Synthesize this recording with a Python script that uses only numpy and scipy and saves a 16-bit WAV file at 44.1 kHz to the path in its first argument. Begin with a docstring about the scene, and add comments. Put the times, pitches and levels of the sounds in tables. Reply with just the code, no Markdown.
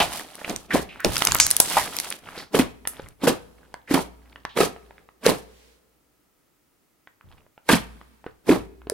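"""Wet slime folded, squeezed and poked by two hands at a table, close to a stereo microphone in a small room.
First fingers tear loose with a wet rush and a squirt of air, and sticky skin crackles through a fold.
A second fold is squeezed from about 1 s to 2 s: air pockets snap brightly, bubbles ring and air hisses out.
Then pokes: fingers pull out in a burst of ruptures, their holes pop open; near 5.4 s a faint airy swish.
After a quiet spell, fingers sink in again from 7.2 s, with two last groups of pulls and pops."""
import sys
import numpy as np
from scipy import signal
from scipy.fft import rfft, irfft
from scipy.io import wavfile
from scipy.ndimage import uniform_filter1d

SR = 44100
rng = np.random.default_rng(int(sys.argv[2]) if len(sys.argv) > 2 else 0)


def wrap_up_sound(samples):
    """Save the sound to the file named by the first command line argument, as 16-bit audio."""
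    columns = np.atleast_2d(samples).T
    # keep every value between -1 and 1, then stretch to whole-number steps
    tamed = np.clip(columns, -1, 1)
    steps = np.round(tamed * 32767).astype(np.int16)
    wavfile.write(sys.argv[1], SR, steps)


N = 393813
TIME = np.arange(N) / SR  # s

# room tone: hz, level_db (per Hz, relative)
HUSH = [(18, -40), (30, -5), (249, -2), (299, 1), (455, -6), (1140, -12), (1290, -7), (1510, -14),
        (2070, -13.5), (3490, -18.5), (8500, -18.5), (12300, -18.5), (15500, -16.5)]
HUSH_DB = -66  # gain on the room tone
# how long each band rings in the room: hz, t60_s
ROOM_T60 = [(60, 0.85), (130, 0.14), (350, 0.26), (900, 0.32), (2400, 0.29), (6400, 0.19), (15000, 0.12)]
# dull low thuds as palms meet and fingers lean in: start_s, thud_db (relative)
JOLTS = [(.005, -39), (.5, -44), (1.05, -28), (1.281, -32), (1.391, -36), (1.741, -38), (3.019, -46),
         (7.241, -49)]
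# colour of the low thud: hz, level_db (per Hz, relative)
THUD = [(15, -7), (40, -3), (90, -0.5), (160, -4), (300, -27.5), (900, -71.5)]
# a faint airy swish as the hands draw away: start_s, length_s, level_db
SWISH = (5.41, 0.41, -60)
# air squirting through a slit: start_s, level_db, pitch_hz, t60_s
SQUIRTS = [(.001, -14, 750, .14), (.002, -17, 2920, .15), (0.447, -37, 2520, .12), (.706, -24, 1740, .3),
           (0.889, -42, 2500, .39), (0.996, -33, 1600, .27), (1.399, -12.5, 6326, .25),
           (1.604, -20.5, 8800, .22), (1.768, -9.5, 890, .09), (1.772, -21.5, 1883, 0.18),
           (2.377, -38.5, 4450, .25), (2.874, -28.5, 11000, .18), (3.875, -42.5, 1860, .3),
           (3.975, -28.5, 951, .12), (4.491, -48, 3180, .4), (7.692, -10.5, 1570, .05),
           (8.263, -45, 1500, .15), (8.51, -27, 1020, .2)]
# small bubbles and fingertips landing: start_s, peak_db (relative), starting pitch_hz
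BUBBLES = [(0.1967, -22, 1820), (0.4166, -29, 570), (0.4461, -18.5, 2480), (0.479, -22.5, 680),
           (0.9588, -30.5, 1280), (1.166, -13.5, 2650), (1.2204, -5, 1288), (1.2704, -10, 2120),
           (1.2857, -13, 1120), (1.321, -16, 1499), (1.3464, -15, 1170), (1.3539, -6.5, 1319),
           (1.4005, -2.5, 2181), (1.6019, -6.5, 910), (1.769, -7.5, 1150), (2.1138, -22, 2420),
           (2.288, -25, 1620), (2.3768, -26.5, 470), (2.853, -22.5, 1810), (2.873, -19, 1790),
           (2.9964, -22, 500), (3.0612, -35, 2055), (3.7417, -22.5, 932), (4.359, -28, 1790),
           (4.4512, -15, 1100), (4.7626, -31, 769), (4.9083, -34, 856), (4.981, -37.5, 2110),
           (5.089, -36, 1175), (7.0733, -32, 1900), (7.2106, -39, 1490), (7.3154, -41, 2760),
           (7.4649, -46, 583), (7.578, -34, 844), (7.691, -8, 2070), (8.0135, -32, 1166),
           (8.242, -31.5, 850), (8.2643, -22, 444), (8.818, -38.5, 1350), (8.8703, -25, 393),
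           (8.899, -18.5, 580)]
# colours of the three slime noises: hz, level_db (per Hz, relative)
SUCTION = [(30, -24), (100, -20), (170, -3), (260, -1), (480, -4), (700, -9.5), (1100, -14.5),
           (2200, -41.5)]
WET = [(300, -25), (650, 0), (950, -1), (1400, -2.5), (2100, -3.5), (3200, -6.5), (5000, -15.5),
       (9000, -37)]
FIZZ = [(1500, -22), (3000, -0.5), (4500, 0), (7000, -3), (10000, -0.5), (13000, -5), (16000, -14)]
# skin peeling while laying down the first fold, then squeezing the next; per fold: time_s, grip_db
FOLDS = [
    [(0, -40), (.06, -42.5), (.17, -38), (.23, -48.5), (.34, -54), (.37, -47.5), (.67, -57)],
    [(1.04, -48), (1.2, -34.5), (1.45, -40), (1.58, -42), (1.77, -30.5), (1.9, -43), (2.0, -41),
     (2.11, -43), (2.2, -58)],
]
# fingertips sinking in: start_s, length_s, grip_db
PRESSES = [(0.774, 0.36, -56.5), (2.201, 0.29, -47.5), (2.349, 0.098, -46.5), (2.83, 0.31, -53),
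           (3.446, 0.44, -65.5), (4.181, 0.31, -61.5), (4.797, 0.28, -67.5), (7.22, .25, -65),
           (7.909, 0.15, -67), (8.227, 0.15, -70.5)]
FIRM_DB = -39.5  # the grip_db that counts as a firm grip
# thin skins over air pockets snapping: start_s, peak_db (relative), ring pitch_hz
SNAPS = [(0.3543, -25.5, 9700), (0.4966, -17.5, 5050), (0.5619, -16, 6300), (1.004, -24, 14000),
         (1.047, -5.5, 4260), (1.1573, -14, 3480), (1.1675, -10, 4650), (1.181, -9.5, 9700),
         (1.222, -8.5, 3060), (1.2509, -4, 10700), (1.2716, -2.5, 5560), (1.32, -5.5, 6900),
         (1.3478, -4.5, 12630), (1.366, -11, 13300), (1.387, -14.5, 5600), (1.4, 3.5, 6536),
         (1.466, -5.5, 8500), (1.505, -8, 10700), (1.5118, -0.5, 9200), (1.5193, -17, 5770),
         (1.566, -4, 10100), (1.601, 5, 10000), (1.7, -11.5, 9100), (1.9667, -14, 10800),
         (1.9871, -10.5, 4100), (2.0002, -10.5, 9800), (2.1033, -13, 10100), (2.125, -16.5, 3680),
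         (2.8739, -10, 10400), (3.02, -39.5, 6000), (3.087, -32.5, 10080), (3.7412, -30, 5020),
         (4.4516, -26, 3200), (4.607, -14, 7940), (5.2642, -4.5, 4490), (8.8984, -10, 8900)]
# finger holes popping open: start_s, peak_db, settled cavity pitch_hz
POPS = [(0.743, -12, 234.6), (0.756, -13, 523), (1.046, -12, 560), (2.546, -8.5, 420), (2.595, -5.5, 253),
        (3.238, -13.5, 290.4), (3.275, -6.5, 510), (3.281, -9.5, 456), (3.91, -10.5, 286),
        (3.941, -11, 272.4), (3.975, -18, 868), (4.57, -17.5, 470), (4.587, -14, 446), (4.604, -8, 387),
        (4.632, -17, 459), (5.264, -4, 444), (7.69, -15, 430), (7.731, -5, 224), (7.746, -15.5, 174),
        (8.491, -4.5, 387), (8.502, -5, 266), (8.516, -7, 343), (8.521, -17, 174), (8.92, -21, 411)]
# fingers tearing loose, mostly one hand just after the other: release_s, suction_db, wetness_db, rise_s
PULLS = [(.003, -24.5, 12, 0.0047), (0.501, -27.5, 0.5, 0.052), (0.752, -17.5, -1.5, .05),
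         (1.049, -18, -5, 0.0026), (2.55, -19, -1, 0.027), (2.59, -18.5, 1.5, .005),
         (3.242, -20.5, -4, .034), (3.273, -12.5, -2.5, .0075), (3.913, -24, 1.5, 0.026),
         (3.943, -13.5, -3, 0.0092), (3.978, -26, -3, .02), (4.573, -22.5, 3.5, 0.0181),
         (4.605, -13, 1, .008), (5.264, -18.5, 3.5, 0.031), (5.294, -18.5, 0, 0.034),
         (7.691, -17, 5, 0.0058), (7.727, -19.5, 7.5, .041), (8.494, -18.5, -2, 0.029),
         (8.518, -15.5, -4.5, .021)]
# how long each layer of a pull dies away: t60_s of suction, wet crackle, fizz
PULL_T60 = (0.2, 0.17, 0.2)


def amp(db):
    """Decibels to a linear gain."""
    return 10 ** (np.asarray(db) / 20)


def evened(x):
    """Scales x to rms 1."""
    return x / np.sqrt(np.mean(x ** 2) + 1e-20)


def fade(t, t60):
    """Falls 60 dB in t60 seconds."""
    return np.exp(-np.log(1000) * t / t60)


def arch(start_s, length_s):
    """Swells from nothing to 1 and back."""
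    return np.sin(np.pi * np.clip((TIME - start_s) / length_s, 0, 1))


def wander(per_s):
    """A random curve of rms 1, with per_s random points a second joined by straight lines."""
    return evened(np.interp(TIME * per_s, np.arange(4096), rng.standard_normal(4096)))


def read(points, hz):
    """Reads a table of (Hz, value) on a log-frequency axis."""
    table_hz, value = np.transpose(points)
    return np.interp(np.log(hz + 1), np.log(table_hz), value)


def coloured(x, spectrum):
    """Filters x by the spectrum and brings it to rms 1."""
    gain = amp(read(spectrum, np.fft.rfftfreq(N, 1 / SR)))
    return evened(irfft(rfft(x) * gain, N))


def resonate(x, hz, width_hz):
    """One two-pole resonance."""
    b, a = signal.iirpeak(hz, hz / width_hz, SR)
    return signal.lfilter(b, a, x)


def add(mix, start_s, sound, pan_db=0):
    """Lays a sound into the stereo mix; a positive pan_db leans left."""
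    part = mix[:, max(round(start_s * SR), 0):][:, :sound.shape[-1]]
    part += amp([[pan_db / 2], [-pan_db / 2]]) * sound[..., :part.shape[1]]


def crackle(spectrum, per_s, spread_db, scatter, clump_db=1):
    """Countless tiny ruptures of uneven size that come in clumps, each somewhere between left and right."""
    size = amp(spread_db * np.minimum(rng.exponential(1, N), 4)) * rng.choice([-1, 1], N)
    clicks = size * amp(clump_db * wander(per_s=70)) * (rng.random(N) < per_s / SR)
    side = scatter * rng.standard_normal(N)
    return coloured(np.array([clicks * (1 + side), clicks * (1 - side)]), spectrum)


def froth(per_s, spread_db, cycles, clump_db, scatter=0.46):
    """Wet crackle: micro-bubbles open in clumps, each ringing for a few cycles at a pitch of its own."""
    at = np.flatnonzero(rng.random(N) < per_s / SR)
    pitch, size, side, sign = rng.random((len(at), 4)).T
    hz = 450 * 14 ** pitch  # 450 to 6300 Hz
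    turns = np.outer(hz, np.arange(256) / SR).astype(np.float32)
    size_db = -spread_db * np.log(size + .02) + clump_db * wander(per_s=70)[at]
    size = amp(size_db) * np.sign(sign - .5)
    rings = np.sin(2 * np.pi * turns) * np.exp(-turns / cycles) * (size * hz)[:, None]
    where = (at[:, None] + np.arange(turns.shape[1])).ravel()
    lean = scatter * (2 * side - 1)[:, None]
    left, right = [np.bincount(where, (rings * (1 + k * lean)).ravel(), N)[:N] for k in (1, -1)]
    return coloured(np.array([left, right]), WET)


def room_tone():
    """Steady hush of the room: noise partly shared by both sides of the microphone."""
    noise = rng.standard_normal(N) + 1.5 * rng.standard_normal((2, N))
    return amp(HUSH_DB) * coloured(noise, HUSH)


def room(x, delay_s=0.0068, late_db=-29, late_t60=1.8):
    """Sparse reflections, different at each port: each band dies at its own speed, over a faint long tail."""
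    taps = rng.choice([-1., 1.], (2, SR)) * (rng.random((2, SR)) < 3000 / SR)
    taps = taps * (np.arange(SR) > delay_s * SR)
    hz, t, bands = signal.stft(taps, SR, nperseg=256)
    decay = fade(t, read(ROOM_T60, hz)[:, None]) + amp(late_db) * fade(t, late_t60)
    tail = signal.istft(bands * decay, SR, nperseg=256)[1]
    return signal.fftconvolve(x, tail / np.linalg.norm(tail[0]), axes=1)[:, :N]


def ports(x, lag_s=.00003, balance_db=-1.7):
    """Sound reaches the left port of the microphone a little sooner and the right one a little louder."""
    late = np.exp(-2j * np.pi * np.fft.rfftfreq(N, 1 / SR) * lag_s)
    right = irfft(rfft(x[1]) * late, N)
    return np.array([amp(balance_db / 2) * x[0], amp(-balance_db / 2) * right])


def boom(x, pressing, lean_db=-53, lean_slope=0.54, jolt_t60=0.54, hz=59, waver_db=4.5, drift=1.6,
         t60=1.7, ring_db=-29, thud_db=-20, thud_t60=0.37):
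    """Tugs give a dull thud and a low, wavering, lingering note; leans and jolts only thud."""
    t = np.arange(SR * 2) / SR
    force = abs(uniform_filter1d(resonate(x.mean(0), hz=303.3, width_hz=270) ** 2, size=1500))

    def held(t60):
        """The force of each tug, lingering for t60 seconds."""
        return np.sqrt(abs(signal.fftconvolve(force, fade(t, t60) ** 2)[:N]) / 1500)

    jolts = sum(amp(db) * (TIME > s) * fade(abs(TIME - s), jolt_t60) for s, db in JOLTS)
    weight = amp(lean_db) * pressing ** lean_slope + jolts
    thud = coloured(rng.standard_normal((2, N)) + 0.29 * rng.standard_normal(N), THUD)
    phase = 2 * np.pi * hz * TIME + drift * wander(per_s=3.1)  # drift in radians
    note = amp(waver_db * wander(per_s=9.6)) * np.sin(phase)
    thud_level = amp(thud_db) * held(thud_t60) + uniform_filter1d(weight, size=300)
    return amp(ring_db) * held(t60) * note + thud_level * thud


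def swish(hz=2400, width_hz=4000):
    """A faint airy swish as the hands draw away: one arch of broadly resonant noise."""
    start_s, length_s, db = SWISH
    air = evened(resonate(rng.standard_normal((2, N)), hz, width_hz))
    return amp(db) * arch(start_s, length_s) * air


def squirts(rise_s=0.00067, flutter=0.054, apart=0.46, slit_width=0.48):
    """Trapped air hisses through a soft slit with a fuzzy pitch and a fluttering level."""
    out, t = np.zeros((2, N)), np.arange(SR // 2) / SR
    for s, db, hz, t60 in SQUIRTS:
        width_hz = slit_width * hz
        air = rng.standard_normal(len(t)) + apart * rng.standard_normal((2, len(t)))
        hiss = evened(resonate(resonate(air, hz, width_hz), hz, width_hz))
        lips = np.exp(flutter * evened(uniform_filter1d(rng.standard_normal(len(t)), size=120)))
        add(out, s, amp(db) * hiss * lips * fade(t, t60) * (1 - np.exp(-t / rise_s)))
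    return out


def bubbles(cycles=12, lower_db=-10, upper_db=-11, smack_db=-7, smack_t60=0.01, hiss_db=-22, hiss_t60=.13,
            glide_per_s=10, soft_hz=3800, level_db=1.5):
    """A small cavity rings briefly, rising in pitch, with a wet smack and hiss; the slime muffles all of it."""
    out, t = np.zeros((2, N)), np.arange(SR // 15) / SR
    muffle = signal.butter(4, soft_hz, fs=SR, output="sos")
    for s, db, hz in BUBBLES:
        phase = 2 * np.pi * hz * np.cumsum(1 + glide_per_s * t) / SR
        tones = np.sin(phase) + amp(lower_db) * np.sin(0.8 * phase) + amp(upper_db) * np.sin(1.6 * phase)
        ring = tones * fade(t, cycles / hz)  # down 60 dB after that many cycles of the starting pitch
        smack = evened(resonate(rng.standard_normal(len(t)), hz=1400, width_hz=780))
        smack = smack * (fade(t, smack_t60) + amp(hiss_db) * fade(t, hiss_t60))
        blip = signal.sosfilt(muffle, ring + amp(smack_db) * smack)
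        add(out, s, amp(db + level_db) * blip / abs(blip).max())
    return out


def grip():
    """How hard the hands work the slime, 1 for a firm grip: while folding, and in one arch for each press."""
    folds = sum(np.interp(TIME, s, amp(db), left=0, right=0) for s, db in map(np.transpose, FOLDS))
    presses = sum(amp(db) * arch(s, length_s) for s, length_s, db in PRESSES)
    return abs(uniform_filter1d([folds, presses], size=700, axis=1)) / amp(FIRM_DB)


def ticks(effort, level_db=-47, slope=0.76):
    """A sparser wet crackle of small bubbles, fading less under a light touch."""
    return amp(level_db) * effort ** slope * froth(per_s=70, spread_db=2.5, cycles=2.1, clump_db=3.0)


def kneading(folding, pressing, body_db=-46, wet_db=-40, fizz_db=-37, press_fizz_db=-5,
             body_slope=.65, fizz_slope=1.2):
    """Skin keeps sticking and peeling while the hands press and fold; a firmer grip sounds brighter."""
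    wet = folding + pressing
    body = wet ** body_slope  # slopes: dB of the layer per dB of grip
    fizz = (folding + amp(press_fizz_db) * pressing) ** fizz_slope
    return (amp(body_db) * body * crackle(SUCTION, per_s=1700, spread_db=5.0, scatter=0.31, clump_db=-0.5)
            + amp(wet_db) * wet * froth(per_s=1600, spread_db=3.5, cycles=1.4, clump_db=4.0)
            + amp(fizz_db) * fizz * crackle(FIZZ, per_s=6200, spread_db=4.5, scatter=0.97, clump_db=1.5))


def snaps(width_hz=2000, raw=0.092, lower_db=-7, apart=1.0, level_db=3, least_s=0.00075, extra_s=0.0018,
          centre_hz=5000, left_db_per_octave=3.5):
    """A skin rips in a few milliseconds and rings the tiny pocket beneath it."""
    out, t = np.zeros((2, N)), np.arange(SR // 40) / SR
    for s, db, hz in SNAPS:
        length_s = least_s + extra_s * amp(db)  # louder rips last longer
        pan_db = left_db_per_octave * np.log2(hz / centre_hz)  # brighter snaps sound further left
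        grit = rng.choice([-1, 1], len(t)) + apart * rng.choice([-1, 1], (2, len(t)))
        rip = grit * np.exp(-(t / length_s) ** 2)
        pocket = resonate(rip, hz, width_hz) + amp(lower_db) * resonate(rip, hz * 0.58, width_hz)
        snap = pocket + raw * rip
        add(out, s, amp(db + level_db) * snap / abs(snap).max(), pan_db)
    return out


def pops(glide=0.095, settle_s=.006, rise_s=0.0013, cycles=14):
    """Air in a finger hole rings as the seal breaks; the pitch settles as the hole opens."""
    out, t = np.zeros((2, N)), np.arange(SR // 6) / SR
    for s, db, hz in POPS:
        turns = np.cumsum(hz * (1 + glide * np.exp(-t / settle_s))) / SR
        decay = fade(t, cycles / hz)  # 60 dB in so many settled cycles: big cavities ring longer
        ring = np.sin(2 * np.pi * turns) * decay * (1 - np.exp(-t / rise_s))
        add(out, s, amp(db) * ring / abs(ring).max())
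    return out


def pulls(wet_db=-5, fizz_db=-7.5):
    """Slime stretches and lets go of the skin: ruptures swell to the release, then die away."""
    power = np.zeros((3, N))
    for s, db, wetness_db, rise_s in PULLS:
        near = slice(max(int((s - .5) * SR), 0), int((s + .5) * SR))
        t = TIME[near] - s
        decays = [fade(np.maximum(t, 0), t60) for t60 in PULL_T60]
        shape = np.exp(3.2 * np.minimum(t, 0) / rise_s) * decays
        layers = amp([[0], [wet_db + wetness_db], [fizz_db + wetness_db]])  # against the suction
        power[:, near] += (amp(db) * layers * shape) ** 2
    suction, wet, fizz = np.sqrt(power)
    return (suction * crackle(SUCTION, per_s=2500, spread_db=5.0, scatter=0.43, clump_db=1.5)
            + wet * froth(per_s=2000, spread_db=2.5, cycles=3.4, clump_db=1.5)
            + fizz * crackle(FIZZ, per_s=10000, spread_db=3.5, scatter=0.8, clump_db=3.5))


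def scene():
    """The slime close to the microphone, the low boom of the handling and the room around it."""
    folding, pressing = grip()
    holes = pops() + pulls()
    clicks = snaps()
    blips = bubbles()
    air = squirts() + swish()
    skin = kneading(folding, pressing) + ticks(folding + pressing)
    # each source's send to the room
    echo = room(amp(-13.5) * holes + amp(-15.5) * clicks + amp(-11.5) * blips
                + amp(-21.5) * air + amp(-15.5) * skin)
    hush = room_tone()
    close = ports(holes + blips + air + skin) + ports(clicks, balance_db=-2.0)
    return close + echo + boom(holes + skin, pressing) + hush


def record(dry, edge_hz=16200):
    """The input clips at full scale, overloaded by the sharpest snaps; then a low-pass limits the band."""
    clipped = np.clip(dry, -1, 1)
    band_limit = signal.firwin(255, edge_hz, window=("kaiser", 8), fs=SR)
    return signal.oaconvolve(clipped, band_limit[None], "same")


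dry = scene()
out = record(dry)
wrap_up_sound(out)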